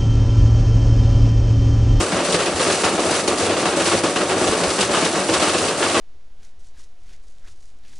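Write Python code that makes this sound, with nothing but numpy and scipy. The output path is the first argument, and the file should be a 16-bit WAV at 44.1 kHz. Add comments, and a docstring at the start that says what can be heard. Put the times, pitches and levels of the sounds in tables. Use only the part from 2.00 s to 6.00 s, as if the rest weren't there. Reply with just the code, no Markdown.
"""Sheet steel bangs and clatters: a wrecked washing machine spins off balance on a wooden pallet,
in a yard, some metres in front of the microphone. The tub slams into the cabinet several times
a turn and bottoms out on its springs with hollow knocks. Loose parts rattle and clash, the frame
thuds on the pallet, and the fence throws a little of the din back."""
import sys
import numpy as np
from scipy import signal
from scipy.fft import rfft, irfft
from scipy.io import wavfile

SR = 44100
rng = np.random.default_rng(int(sys.argv[2]) if len(sys.argv) > 2 else 0)


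def unload_audio(sound):
    """Save the sound as a 16-bit wav file, at the path given as the first command line argument."""
    columns = np.transpose(np.atleast_2d(sound))
    # keep every value between -1 and 1, then stretch to whole-number steps
    steps = np.round(np.clip(columns, -1, 1) * 32767)
    wavfile.write(sys.argv[1], SR, steps.astype(np.int16))


N = 176400
TIME = np.arange(N) / SR


def amp(db):
    """Decibels to gain."""
    return 10 ** (np.asarray(db) / 20)


def curve_at(points, hz):
    """Interpolates a table on a log-frequency axis."""
    points_hz, values = np.transpose(points)
    return np.interp(np.log(hz + 1), np.log(points_hz + 1), values)


def through(x, response):
    """Convolves and keeps the scene's length."""
    return signal.fftconvolve(x, response)[:N]


def body(colour, modes=(), size=8192):
    """Minimum-phase response of unit energy: a broad colour with resonances on top."""
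    hz = abs(np.fft.fftfreq(size, 1 / SR))
    peaks_db = sum(top / (1 + (2 * (hz - centre) / width) ** 2) for centre, width, top in modes)
    log_gain = np.log(amp(curve_at(colour, hz) + peaks_db))
    spectrum = np.exp(np.conj(signal.hilbert(log_gain)))
    response = np.fft.ifft(spectrum).real[:size // 2]
    return response / np.linalg.norm(response)


def ring(t60s, size=16384):
    """A dense tail of unit energy, each band dying in the time given for it."""
    hz, t, bands = signal.stft(rng.standard_normal(size), SR, nperseg=256)
    decay = np.exp(-np.log(1000) * t / curve_at(t60s, hz)[:, None])
    tail = signal.istft(bands * decay, SR)[1]
    return tail / np.linalg.norm(tail)


def contacts(per_s, spread_db):
    """Tiny random knocks of uneven size, rms 1."""
    sizes = amp(spread_db * np.minimum(rng.exponential(1, N), 4))
    knocks = sizes * rng.choice([-1, 1], N) * (rng.random(N) < per_s / SR)
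    return knocks / np.sqrt(np.mean(knocks ** 2) + 1e-20)


def blow_power(rows, rise_s, hold_s):
    """Summed power of blows (start_s, level_db, fall_s) that rise, hold and die away."""
    power = np.zeros(N)
    for start_s, level_db, fall_s in rows:
        at = round(start_s * SR)
        t = TIME[:min(SR // 2, N - at)]
        envelope = np.minimum(t / rise_s, 1) * np.exp(-np.maximum(t - hold_s, 0) / fall_s)
        power[at:at + len(t)] += (amp(level_db) * envelope) ** 2
    return power


def struck(notes, rise_s, fall_s):
    """One mode swings up and rings out at each blow (start_s, level_db, pitch_hz)."""
    out = np.zeros(N)
    for start_s, level_db, pitch_hz in notes:
        at = round(start_s * SR)
        t = TIME[:min(SR // 4, N - at)]
        envelope = np.minimum(t / rise_s, 1) * np.exp(-np.maximum(t - rise_s, 0) / fall_s)
        tone = np.sin(2 * np.pi * (pitch_hz * t + rng.random()))
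        out[at:at + len(t)] += amp(level_db) * envelope * tone
    return out


def jolts(per_s=45, fall_s=0.0052, share=0.39):
    """Random small jolts bunch a rattle into clacks: a power factor of mean 1."""
    kicks = rng.uniform(0.46, 1, N) * (rng.random(N) < per_s / SR)
    power = signal.lfilter([1], [1, -np.exp(-1 / (fall_s * SR))], kicks)
    return 1 - share + share * power / power.mean()


def loose_parts(power, colour, per_s, spread_db, count=4, ring_db=-4.5, t60_s=0.022):
    """Several metal parts chatter, each jolted on its own and with a short ring of its own."""
    out = np.zeros(N)
    for _ in range(count):
        knocks = np.sqrt(power * jolts()) * contacts(per_s / count, spread_db)
        out += knocks + amp(ring_db) * through(knocks, ring([(1, t60_s)]))
    return through(out, body(colour)) / np.sqrt(count * (1 + amp(ring_db) ** 2))


# How long the fenced yard rings: frequency_hz, t60_s
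YARD_DECAY = [(500,0.2),(10000,0.5)]
def fence_reflections(direct):
    """The fence returns a faint, short tail to the microphone, longest in the treble."""
    return amp(-19.5) * through(direct, ring(YARD_DECAY))


# What reaches the microphone from the sides: frequency_hz, gain_db
SIDE_COLOUR = [(30,-12),(70,-25),(180,-25),(350,-25),(700,-17),(1400,-11.5),(2800,-8),(5600,-6.5),(9500,-4.5)]
def yard_scatter(din):
    """Sound scattered around the yard arrives from the sides and widens the treble."""
    gain = amp(curve_at(SIDE_COLOUR, np.fft.rfftfreq(N, 1 / SR)))
    return irfft(rfft(din) * gain, N)


# The dull tone of the wooden pallet: frequency_hz, relative_db
PALLET_COLOUR = [(15,-8),(35,2),(60,-5),(100,-3),(190,-3),(300,-4),(1000,-45)]
# The frame lands on the boards: start_s, relative_db, pitch_hz
PALLET_LANDINGS = [(0,4,105),(.145,2,102),(0.421,-4.5,95),(.54,2,83),(.84,-2,96),(1.06,-4,80),(1.421,2.5,99),(1.479,-1,96),(1.59,-15,98),(2.485,2,84.5),(2.669,1.5,80),(2.845,-1.5,99),(3.37,2,88),(3.565,-7,90),(3.611,0.5,101),(3.835,-2,100)]
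def pallet_thuds(push_fall_s=0.014):
    """The boards take the weight of the frame: a dull push and a short low note."""
    landings = [(start_s, db, push_fall_s) for start_s, db, _ in PALLET_LANDINGS]
    power = blow_power(landings, rise_s=0.012, hold_s=0.016)
    push = through(np.sqrt(power) * rng.standard_normal(N), body(PALLET_COLOUR))
    boards = struck(PALLET_LANDINGS, rise_s=0.012, fall_s=0.02)
    return amp(-39) * push + amp(-28.5) * boards


# Knocks from inside the machine: start_s, relative_db, pitch_hz
TUB_KNOCKS = [(0,-2,189),(0.124,4.5,182),(0.281,3.5,179),(2.489,0,188),(2.63,-1.5,182.5),(2.786,4.5,196),(.34,-1,178),(.98,-2,195),(3.024,0.5,178),(3.032,-6,270),(3.181,4,192)]
def tub_knocks():
    """The tub bottoms out on its springs with a hollow knock."""
    return amp(-23) * struck(TUB_KNOCKS, rise_s=0.011, fall_s=0.021)


# The machine scrapes along the boards: start_s, length_s, relative_db
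SCRAPES = [(0,0.038,-24.5),(.06,0.11,-31.5),(0.248,0.19,-27),(0.558,0.039,-25),(0.599,.16,-23),(0.766,0.063,-26),(0.852,0.12,-29),(0.993,0.11,-27),(1.109,0.1,-23.5),(1.297,0.039,-29),(1.379,0.088,-24),(1.57,0.049,-25.5),(1.662,0.05,-29),(1.76,0.14,-25.5),(1.852,0.14,-23.5),
           (2.034,0.078,-27.5),(2.15,0.088,-30),(2.282,0.041,-26.5),(2.378,0.173,-27),(2.565,0.223,-27),(2.796,0.058,-24.5),(2.907,0.193,-25),(3.11,0.18,-28),(3.296,0.089,-25.5),(3.397,0.15,-24),(3.542,0.17,-26),(3.773,0.27,-25)]
def scrape_power(fall_s=0.012):
    """Power of the shaking from each scrape: quick to start, a little slower to stop."""
    return sum(blow_power([(start_s, db, fall_s)], rise_s=0.0022, hold_s=length_s)
               for start_s, length_s, db in SCRAPES)


# The thin, bright tone of small parts: frequency_hz, relative_db
JINGLE_COLOUR = [(300,-46.5),(1500,1),(2600,-4.5),(4000,0),(6000,0),(8000,0),(10400,-3)]
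def small_parts_rattle(scrape):
    """Small parts jingle all the time, and harder as the machine scrapes."""
    power = amp(-29.5) ** 2 + amp(-0.5) ** 2 * scrape
    return loose_parts(power, JINGLE_COLOUR, per_s=6000, spread_db=1.0)


# The hard tone of metal on metal: frequency_hz, relative_db
CLASH_COLOUR = [(300,-22),(1500,-7),(2800,4.5),(5000,3.5),(7500,-1.5),(10400,-1)]
# Loose parts collide: start_s, relative_db
COLLISIONS = [(.006,-7.5),(.247,-3.5),(.298,-6),(.324,2),(.344,-2.5),(.457,-3.5),(.608,-6),(.703,-7),(.722,-5),(.837,-3),(.847,-1.5),(1.11,-4),(1.15,-1.5),(1.276,2),(1.374,-6),(1.492,-12),(1.654,-7),
              (1.859,-2.5),(2.036,-11),(2.158,-9),(2.472,-3.5),(2.636,-5),(2.702,-5),(2.808,3.5),(3.047,-1),(3.337,3),(3.426,-2),(3.494,-4.5),(3.582,-1.5),(3.682,-3.5)]
def metal_clashes(fall_s=0.013):
    """Loose metal parts crash together in short, dense, bright bursts of contacts."""
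    hits = [(start_s, db, fall_s) for start_s, db in COLLISIONS]
    power = blow_power(hits, rise_s=0.00039, hold_s=0.0067)
    bursts = np.sqrt(power) * contacts(per_s=8000, spread_db=2.6)
    return amp(-19) * through(bursts, body(CLASH_COLOUR))


# The midrange tone of the panel edges: frequency_hz, relative_db
EDGE_COLOUR = [(100,-28),(400,-2),(800,2.5),(1300,-0.8),(1850,-3.5),(2600,-4),(4000,-8.5),(6500,-14.5),(10500,-24.5)]
def edge_clatter(hits, scrape):
    """Panel edges grind together, harder during a scrape, and clatter at each blow."""
    grind = amp(-31.5) ** 2 + amp(-5.5) ** 2 * scrape
    clatter = amp(-1.5) ** 2 * blow_power(hits, rise_s=0.0008, hold_s=0.013)
    return loose_parts(grind + clatter, EDGE_COLOUR, per_s=4500, spread_db=0.5)


# The broad tone of the steel sheets, some metres off: frequency_hz, relative_db
PANEL_COLOUR = [(20,-35),(50,-23.5),(80,-17),(125,-15),(220,-8),(330,-4.5),(500,-3.5),(680,-9.5),(1000,-13.5),(1500,-20),(3000,-34.5),(10000,-45.5)]
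# Resonances of the cabinet: pitch_hz, width_hz, boost_db
CABINET_MODES = [(96,19.6,7.5),(176.6,42,5),(261,6.2,2),(297,26,1.5),(334,39,1),(373,33,3),(569,31,4.5),(635,50,5),(740,50,4.5),(1128,34,7.5)]
def panel_boom(hits):
    """The cabinet's sheets roar steadily under the spinning tub and boom at each blow."""
    roar = amp(-25.5) ** 2
    booms = amp(-4) ** 2 * blow_power(hits, rise_s=0.0025, hold_s=0.0049)
    shaking = np.sqrt(roar + booms) * contacts(per_s=3000, spread_db=0.5)
    return through(shaking, body(PANEL_COLOUR, CABINET_MODES))


# The tub hits the cabinet: start_s, boom_relative_db, clatter_relative_db, fall_s, pitch_hz
TUB_SLAMS = [(0.002, -17.5, -25.5, 0.054, 334.6), (0.119, -18, -23.0, 0.056, 320.0),
             (0.166, -18.5, -24.5, 0.024, 347.0), (0.188, -21, -24.5, 0.074, 363.0),
             (0.281, -18.0, -34, 0.076, 546.0), (0.342, -15, -18.0, 0.023, 503.0),
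             (0.388, -21.0, -20.5, 0.063, 418), (0.459, -17.0, -22.5, 0.056, 353.0),
             (0.594, -17.0, -21, 0.036, 385.0), (0.618, -20, -23.5, 0.048, 472),
             (0.662, -16.0, -25, 0.045, 397), (0.699, -18.5, -22, 0.026, 382.0),
             (0.722, -18.5, -28.0, 0.047, 364), (0.835, -14.5, -19.0, 0.047, 438),
             (0.859, -18, -21, 0.026, 425.0), (0.924, -20, -36.0, 0.059, 337),
             (0.978, -15.0, -22.5, 0.041, 342.4), (1.049, -17.5, -27.5, 0.075, 366.0),
             (1.106, -19.5, -28, 0.084, 450.0), (1.279, -15.5, -20, 0.043, 443),
             (1.328, -16.0, -35.0, 0.029, 350.4), (1.394, -16.5, -24.0, 0.029, 330.4),
             (1.424, -20.5, -23.5, 0.044, 482.0), (1.463, -17.5, -25.0, 0.038, 404),
             (1.494, -15.5, -21.5, 0.059, 331.7), (1.564, -17.0, -23.5, 0.032, 498.0),
             (1.628, -17.0, -27.0, 0.032, 334.0), (1.654, -17.5, -18.5, 0.038, 727.0),
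             (1.726, -22.0, -22.5, 0.031, 371.0), (1.767, -15, -23.5, 0.032, 565),
             (1.798, -19, -20.5, 0.068, 335), (1.87, -18, -24, 0.032, 342.0),
             (1.916, -21.0, -19.5, 0.062, 344), (1.932, -13.5, -34, 0.035, 345.0),
             (2.036, -15.0, -23.5, 0.054, 331.0), (2.158, -17, -19.5, 0.029, 325),
             (2.208, -16.0, -23.5, 0.047, 371.0), (2.294, -17.5, -19.5, 0.029, 380.0),
             (2.309, -16.5, -24.5, 0.063, 382.0), (2.365, -18.5, -26, 0.062, 350.0),
             (2.411, -15.5, -24.5, 0.054, 361.0), (2.465, -16.5, -23.5, 0.056, 416),
             (2.521, -17.5, -24.5, 0.053, 436.0), (2.6, -18.0, -28, 0.077, 424),
             (2.632, -16.5, -26, 0.04, 377.0), (2.784, -18.0, -19.0, 0.028, 404.0),
             (2.824, -21, -19.5, 0.026, 383), (2.889, -16.0, -24.0, 0.055, 340),
             (2.934, -19.5, -19.5, 0.059, 467), (2.97, -19.5, -19.5, 0.059, 388.0),
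             (3.023, -15.5, -22.0, 0.03, 293.7), (3.06, -22.5, -22.5, 0.033, 450.0),
             (3.13, -19.5, -28, 0.053, 362), (3.163, -17.0, -24, 0.074, 326.0),
             (3.287, -15.5, -22.5, 0.05, 325), (3.333, -21.5, -19.0, 0.053, 357),
             (3.4, -18.5, -25, 0.044, 360), (3.417, -17.0, -17.5, 0.057, 306),
             (3.471, -20, -23.5, 0.047, 440), (3.543, -17, -22.0, 0.074, 328.0),
             (3.626, -17.5, -22, 0.035, 421), (3.674, -24, -23.5, 0.065, 330),
             (3.804, -17.0, -30.0, 0.038, 340), (3.824, -21, -18, 0.059, 557.0),
             (3.882, -18, -26, 0.078, 349), (3.943, -20.5, -19.5, 0.041, 546.0),
             (3.962, -15.5, -22, 0.065, 347.0)]
def cabinet_bangs(scrape):
    """Each slam of the tub booms through the cabinet, rings one panel and clatters the edges."""
    booms = [(start_s, db, fall_s) for start_s, db, _, fall_s, _ in TUB_SLAMS]
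    notes = [(start_s, db, pitch_hz) for start_s, db, _, _, pitch_hz in TUB_SLAMS]
    clatters = [(start_s, db, fall_s) for start_s, _, db, fall_s, _ in TUB_SLAMS]
    boom = panel_boom(booms)
    panel_ring = amp(-3.8) * struck(notes, rise_s=0.003, fall_s=0.033)
    return boom + panel_ring + edge_clatter(clatters, scrape)


def machine():
    """The whole din; the same scrapes shake the panel edges and the small parts."""
    scrape = scrape_power()
    metal = cabinet_bangs(scrape) + small_parts_rattle(scrape) + metal_clashes()
    return metal + pallet_thuds() + tub_knocks()


def scene(balance_db=0.25):
    """A mid-side microphone faces the machine across the yard; the left is a touch louder."""
    direct = machine()
    mid = direct + fence_reflections(direct)
    side = yard_scatter(machine())  # the same blows with an unrelated fine grain
    return np.array([(mid + side) * amp(balance_db), (mid - side) * amp(-balance_db)])


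def record(dry, ceiling=0.62, cutoff_hz=10430):
    """The highest peaks are rounded off, then the top of the treble is cut."""
    rounded = dry / (1 + (dry / ceiling) ** 4) ** 0.25
    low_pass = signal.firwin(801, cutoff_hz, window=("kaiser", 9), fs=SR)
    return signal.oaconvolve(rounded, low_pass[None], "same")


dry = scene()
out = record(dry)
unload_audio(out)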